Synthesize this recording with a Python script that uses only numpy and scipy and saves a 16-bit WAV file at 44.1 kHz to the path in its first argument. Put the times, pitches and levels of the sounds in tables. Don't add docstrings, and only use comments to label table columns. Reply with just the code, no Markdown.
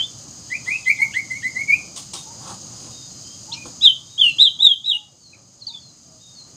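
import sys
import numpy as np
from scipy import signal
from scipy.fft import rfft, irfft, next_fast_len
from scipy.io import wavfile
from scipy.ndimage import uniform_filter1d

SR = 44100
rng = np.random.default_rng(int(sys.argv[2]) if len(sys.argv) > 2 else 0)


def generate_wav(signal):
    frames = np.transpose(np.atleast_2d(signal))
    scaled = np.clip(frames, -1, 1) * 32767
    pcm = np.round(scaled).astype(np.int16)
    wavfile.write(sys.argv[1], SR, pcm)


N = 289296
T = np.arange(N) / SR


def undb(db):
    return 10 ** (np.asarray(db) / 20)


def colour(points, hz):
    f, db = np.transpose(points)
    hz = np.maximum(hz, 1)
    outside = np.minimum(hz / f[0], 1) * np.minimum(f[-1] / hz, 1)
    return undb(np.interp(np.log(hz), np.log(f), db)) * outside ** 4


def noise(gain):
    x = irfft(rfft(rng.standard_normal(N)) * gain(np.fft.rfftfreq(N, 1 / SR)), N)
    return x / x.std()


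def ringing(modes):
    return noise(lambda f: sum(undb(db) / (1 + ((f - hz) / width) ** 2) for hz, width, db in modes))


def walk(rate):
    return noise(lambda f: np.exp(-(f / rate) ** 2) * (f > 0))


def reverb(x, t60, gap, damp_hz):
    t = T[:SR]
    tail = rng.standard_normal(SR) * np.exp(-np.log(1000) * t / t60) * (1 - np.exp(-(t / gap) ** 2))
    tail = signal.lfilter(*signal.butter(1, damp_hz, fs=SR), tail / np.linalg.norm(tail))
    return signal.fftconvolve(x, tail)[:N]


def whistle(t, length, dip_at, pitch_hz, step_hz, scoop_hz, first_db, second_db):
    glide_hz_per_s, scoop_s, flick_hz, flick_s = 2500, .012, 264, .006
    dip_s, dip_depth, step_lag_s, step_s, release_s = .0043, .8, .0031, .0095, .016
    stepped = .5 + .5 * np.tanh((t - dip_at - step_lag_s) / step_s)
    climb = pitch_hz + glide_hz_per_s * (t - dip_at) + step_hz * stepped
    scoop = scoop_hz * np.exp(-t / scoop_s)
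    flick = flick_hz * np.exp(np.minimum(t - length, 0) / flick_s)
    swell = np.clip(t / (.75 * dip_at), 0, 1) ** 1.4
    release = np.clip((length - t) / release_s, 0, 1)
    dip = 1 - dip_depth * np.exp(-((t - dip_at) / dip_s) ** 2)
    level = undb(first_db + (second_db - first_db) * stepped)
    return climb - scoop + flick, swell * release * dip * level


def notes():
    # start, length and time to the dip in loudness in seconds; pitch at the
    # dip, step and scoop from below in Hz; level before the dip, level after it and rasp in dB.
    whistles = [ (-.04, .1, .06, 3140, 304, 2, -13, -23, -60),
                (0.497, 0.076, 0.037, 2052, 318, 188, -18.5, -21.5, -43.5),
                (0.658, 0.11, 0.045, 2116, 293.5, 230, -17, -16.5, -42),
                (0.853, .065, 0.041, 2095, 199, -7, -10, -2.5, -34),
                (0.975, 0.066, .039, 2105, 65, -200, -13.5, -6, -44),
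                (1.133, 0.069, 0.051, 2140, -18, 701, -13, -13.5, -26),
                (1.297, 0.085, .031, 2126, -53, 110.5, -15.5, -25, -54),
                (1.422, 0.063, 0.038, 2057, -40.5, 301, -14, -17, -38),
                (1.545, 0.082, 0.032, 2092, 13, 139, -18.5, -18, -55.5),
                (1.67, 0.087, 0.046, 2233, 122.5, -340, -11, -8.5, -57), ]
    # start, length and time to the crest in seconds; start, crest
    # and end pitch in Hz; fall in seconds; its roundness (1 sharp, 4 domed); time to the top of the
    # swell in seconds; level in dB; beat in Hz; rasp in dB.
    arches = [ (3.514, 0.031, 0.029, 2770, 4350, 3870, 0.012, 2.5, 0.016, -21.5, 0, -29.5),
              (3.54, 0.11, 0.088, 2310, 2467, 2350, 0.011, 2, 0.05, -33, -4, -72.5),
              (3.809, 0.11, 0.028, 3151, 3903, 3061, .034, 2.29, 0.071, 1.5, 6, -29),
              (4.177, 0.13, 0.026, 3040, 3457, 2597, 0.048, 0.99, 0.045, 1, 44, -48),
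              (4.383, .11, .04, 3080, 3890, 2948, .049, 2.1, 0.047, 6.5, 138, -31.5),
              (4.589, 0.16, 0.05, 3180, 3850, 3084, 0.058, 1.4, .084, 7, 45.5, -44),
              (4.833, 0.14, 0.026, 3036, 3873, 2848, .063, 4.3, 0.0847, 1.5, 57, -32),
              (5.326, 0.025, 0.0042, 2588, 2550, 2180, 0.013, 2, .012, -32.5, 2, -73),
              (5.604, 0.034, 0.0086, 4800, 4730, 3593, 0.039, 0.53, 0.028, -23.5, -4, -49),
              (5.665, 0.049, 0.0056, 4737, 4566, 3510, 0.026, 2.05, 0.0063, -12, 114, -39.5),
              (5.734, 0.057, 0.0043, 3600, 3580, 3163, 0.049, 1.3, 0.017, -19, 83, -37), ]
    whistle_voice, arch_voice = (-9.5, 1.1, -6.5), (-1, -1.7, 3.6)
    for shape, table, voice in ((whistle, whistles, whistle_voice), (arch, arches, arch_voice)):
        for start, length, turn, *form, rasp_db in table:
            rasp_at, rasp_s = (.0052, .035) if shape is whistle else (turn, .044)
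            on = (T >= start - rasp_s) & (T < start + length + rasp_s)
            t = T[on] - start
            scratch = undb(rasp_db) * np.cos(np.pi * np.clip((t - rasp_at) / rasp_s, -.5, .5))
            yield on, *shape(np.maximum(t, 0), length, turn, *form), scratch, voice


def songbird(waver=.0091, flutter_db=1, purer_db_per_octave=-9, effort_power=.17, full_voice_db=-7):
    # frequency in Hz, overtone gain in dB.
    throat = [(2900, -20), (3600, -12), (4300, -18.5), (6300, -32.5), (7700, -17.5), (8600, -24.5),
              (9600, -38), (10800, -38.5), (12000, -35.5), (13600, -33), (15500, -41.5)]
    out = np.zeros(N)
    unsteady, flutter = 1 + waver * walk(310), undb(flutter_db * walk(77))
    breath = undb(-47) * noise(lambda f: f * colour(throat, f))
    for on, pitch, loudness, _, (voice_db, step_db, odd_db) in notes():
        hz, db = pitch * unsteady[on], 20 * np.log10(loudness + 1e-9)
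        phase = 2 * np.pi * np.cumsum(hz) / SR
        effort_db = np.minimum(db - np.clip(db.max(), full_voice_db, 0), 0)
        richness_db = voice_db + effort_power * effort_db + purer_db_per_octave * np.log2(hz / 2200)
        tone = np.sin(phase) + breath[on]
        for k in range(2, 8):
            strength = undb(richness_db + step_db * k + odd_db * (k % 2))
            tone += strength * colour(throat, k * hz) * (k * hz < SR / 2) * np.sin(k * phase)
        out[on] += tone * flutter[on] * loudness
    return out


def veranda(x, direct_db=-1, tail_db=-15, crosses_s=2.7):
    # frequency in Hz, gain in dB.
    beam = [(20, -2), (6000, 0.5), (9000, -1), (13000, -8), (20000, -5)]
    # delay in ms, level in dB.
    echoes_left = [(1.7, -27.5), (5.4, -8.5), (11.3, -8.5), (14.4, -17.5), (25.5, -15)]
    echoes_right = [(2.78, -11.5), (3.95, -11.5), (5.86, -18), (17.02, -12.5), (17.81, -15)]
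    size = next_fast_len(N + SR // 10)
    f = np.fft.rfftfreq(size, 1 / SR)
    facing = undb(np.interp(f, *np.transpose(beam)))
    near = 0
    for there, echoes in ((T < crosses_s, echoes_left), (T >= crosses_s, echoes_right)):
        early = sum(undb(db) * np.exp(-2j * np.pi * f * ms / 1000) for ms, db in echoes)
        near = near + irfft(rfft(x * there, size) * (undb(direct_db) * facing + early), size)[:N]
    away = irfft(rfft(x, size) / facing, size)[:N]
    return near + undb(tail_db) * reverb(away, t60=.3, gap=.014, damp_hz=16000)


def insects(flicker_db=.93, shrill_db=-7, shrill_flicker_db=1.5):
    # frequency in Hz, relative spectral density in dB.
    spectrum = [(1800, -37), (2600, -23), (3000, -15), (3500, -20.5), (4300, -9), (5000, -12.5),
                (5600, -11), (6500, 2.5), (7100, -5.5), (7600, -10.5), (8800, -17), (10200, -33),
                (15500, -33)]
    # pitch in Hz, width in Hz, relative level in dB.
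    voices = [(4925, 240, -2), (6330, 52, -4), (6850, 47, -4.5), (6980, 44, -5)]
    # time in seconds, gain in dB.
    chorus = [(0, -41), (.7, -39.5), (1.5, -40), (2.2, -39.5), (2.9, -39.5), (3.4, -40), (4.5, -41.5),
              (5.5, -42.5), (6.56, -41)]
    hiss = noise(lambda f: colour(spectrum, f)) * undb(flicker_db * walk(53) - 1.5)
    shrill = ringing(voices) * undb(shrill_db + shrill_flicker_db * walk(4.2))
    return (hiss + shrill) * undb(np.interp(T, *np.transpose(chorus)))


def traffic(gain_db=-46.5, swell_db=1, murmur_db=1.5):
    # frequency in Hz, relative spectral density in dB.
    spectrum = [(25, -28), (65, -7.5), (120, 3.5), (200, -3), (290, -5), (420, -15.5), (550, -13),
                (700, -14), (1000, -19), (1200, -16), (1600, -25.5), (2600, -28)]
    octaves = []
    for hz in 22 * 2 ** np.arange(7):
        bandpass = signal.butter(2, (hz, 2 * hz), "band", fs=SR, output="sos")
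        octaves.append(signal.sosfilt(bandpass, noise(lambda f: colour(spectrum, f))))
    rumble = sum(band * undb(murmur_db * walk(10)) for band in octaves)
    return rumble * undb(gain_db + swell_db * walk(5))


def rasp(flap_hz=1300, flap_width_hz=380, lowest_hz=2650):
    tone = np.zeros(N)
    for on, hz, _, scratch, _ in notes():
        tone[on] += scratch * np.sin(2 * np.pi * np.cumsum(hz) / SR)
    flapping = noise(lambda f: np.exp(-((f - flap_hz) / flap_width_hz) ** 2))
    return signal.sosfilt(signal.butter(8, lowest_hz, "high", fs=SR, output="sos"), tone * flapping)


def flicks_and_hops(ruffle_db=3.3):
    # peak time, rise and decay in seconds; feather swish, cage knock and perch thud in dB.
    moves = [ (.67, 0.017, 0.14, -44.5, -49, -67.5), (1.962, .001, 0.035, -30.5, -43, -66),
             (2.135, 0.00086, 0.038, -29, -38, -42), (2.51, 0.055, 0.025, -39, -34.5, -42),
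             (2.86, .12, 0.078, -47.5, -51.5, -48.5), (3.658, 0.0045, 0.02, -41, -39.5, -33.5), ]
    # frequency in Hz, relative spectral density in dB.
    feathers = [(500, -26), (1500, -21), (3500, -1.5), (6500, -3), (9000, -2), (11000, -21.5), (15500, -25)]
    # frequency in Hz, width in Hz, relative level in dB.
    cage = [(820, 67, -4.5), (1090, 110, -9.5), (1324, 220, -17)]
    perch = [(186, 80, -5), (355, 31, -7), (510, 85, -5)]
    swish, knock, thud = noise(lambda f: colour(feathers, f)), ringing(cage), ringing(perch)
    swish *= undb(ruffle_db * walk(180))
    out = np.zeros(N)
    for peak, rise, decay, swish_db, knock_db, thud_db in moves:
        push = np.exp(-np.maximum((peak - T) / rise, (T - peak) / decay))
        out += push * (undb(swish_db) * swish + undb(knock_db) * knock + undb(thud_db) * thud)
    return out


def far_birds(waver=.012, whoop_s=.067, direct_db=-3, wet_db=-5):
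    # start in seconds, length in seconds, relative level in dB.
    bows = [(0.715, .13, -57), (2.146, 0.078, -36.5), (2.894, 0.2, -44), (4.045, 0.24, -40),
            (6.183, 0.18, -39)]
    slurs = [(2.99, 0.25, -48), (4.184, 0.2, -35), (5.193, 0.16, -34.5), (5.762, .17, -35),
             (6.34, 0.11, -31)]
    # start in seconds, relative level in dB.
    whoops = [(.985, -38.5), (2.255, -38.5), (3.475, -38), (4.585, -37.5), (5.662, -40)]
    # start and length in seconds; first, middle and last pitch in Hz; relative level in dB.
    long_calls = [(3.21, 0.17, 3170, 3150, 3280, -46.5), (4.8, 0.33, 877, 868, 740, -44.5),
                  (5.156, 0.8, 505, 568, 586, -54.5), (6.032, 0.15, 710, 638, 640, -48)]
    # First, middle and last pitch in Hz of a bow, a slur and a whoop.
    bow_hz = (3620, 3740, 3530)
    slur_hz = (4680, 4240, 3974)
    whoop_hz = (830, 900, 962)
    calls = [(start, length, *bow_hz, db) for start, length, db in bows]
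    calls += [(start, length, *slur_hz, db) for start, length, db in slurs]
    calls += [(start, whoop_s, *whoop_hz, db) for start, db in whoops]
    calls += long_calls
    out, unsteady = np.zeros(N), 1 + waver * walk(92)
    for start, length, *pitches, db in calls:
        on = (T >= start) & (T < start + length)
        progress = (T[on] - start) / length
        hz = np.polyval(np.polyfit([0, .5, 1], pitches, 2), progress) * unsteady[on]
        out[on] += undb(db) * np.sin(np.pi * progress) * np.sin(2 * np.pi * np.cumsum(hz) / SR)
    return undb(direct_db) * out + undb(wet_db) * reverb(out, t60=.3, gap=.0036, damp_hz=9000)


def arch(t, length, crest, start_hz, crest_hz, end_hz, fall, roundness, loudest, db, beat_hz):
    rise_db, fade_db, edge_s, weak_side = 20, 11.5, .0035, undb(-8)
    up = crest_hz - (crest_hz - start_hz) * (1 - t / crest) ** 2
    down = end_hz + (crest_hz - end_hz) * np.exp(-(np.abs(t - crest) / fall) ** roundness)
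    swelling_db = db - rise_db * (1 - t / loudest) ** 2
    fading_db = db - fade_db * (t - loudest) / max(length - loudest, edge_s)
    level = undb(np.where(t < loudest, swelling_db, fading_db))
    beating = np.abs(1 + weak_side * np.exp(2j * np.pi * beat_hz * (t - loudest))) / (1 + weak_side)
    edges = np.clip(np.minimum(t, length - t) / edge_s, 0, 1)
    return np.where(t < crest, up, down), level * beating * edges


def gain_control(x, ceiling_db=.36, step_db=1.2, recover_db_per_s=3.0):
    over_db = 20 * np.log10(np.abs(x[0]) + 1e-9) - ceiling_db
    cut_db = np.zeros(N)
    for i in np.flatnonzero(over_db > 0):
        if over_db[i] > cut_db[i]:
            cut_db[i:] = np.maximum(cut_db[i] + step_db - recover_db_per_s * T[:N - i], 0)
    return x * uniform_filter1d(undb(-cut_db), size=8, mode="nearest")


def scene():
    caged_bird = veranda(songbird() + rasp() + flicks_and_hops())
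    return (caged_bird + far_birds() + insects() + traffic())[None]


def record(dry):
    top_hz = 15500
    clipped = np.clip(gain_control(dry), -1, 1)
    return signal.sosfilt(signal.ellip(10, .1, 70, top_hz, fs=SR, output="sos"), clipped)


dry = scene()
out = record(dry)
generate_wav(out)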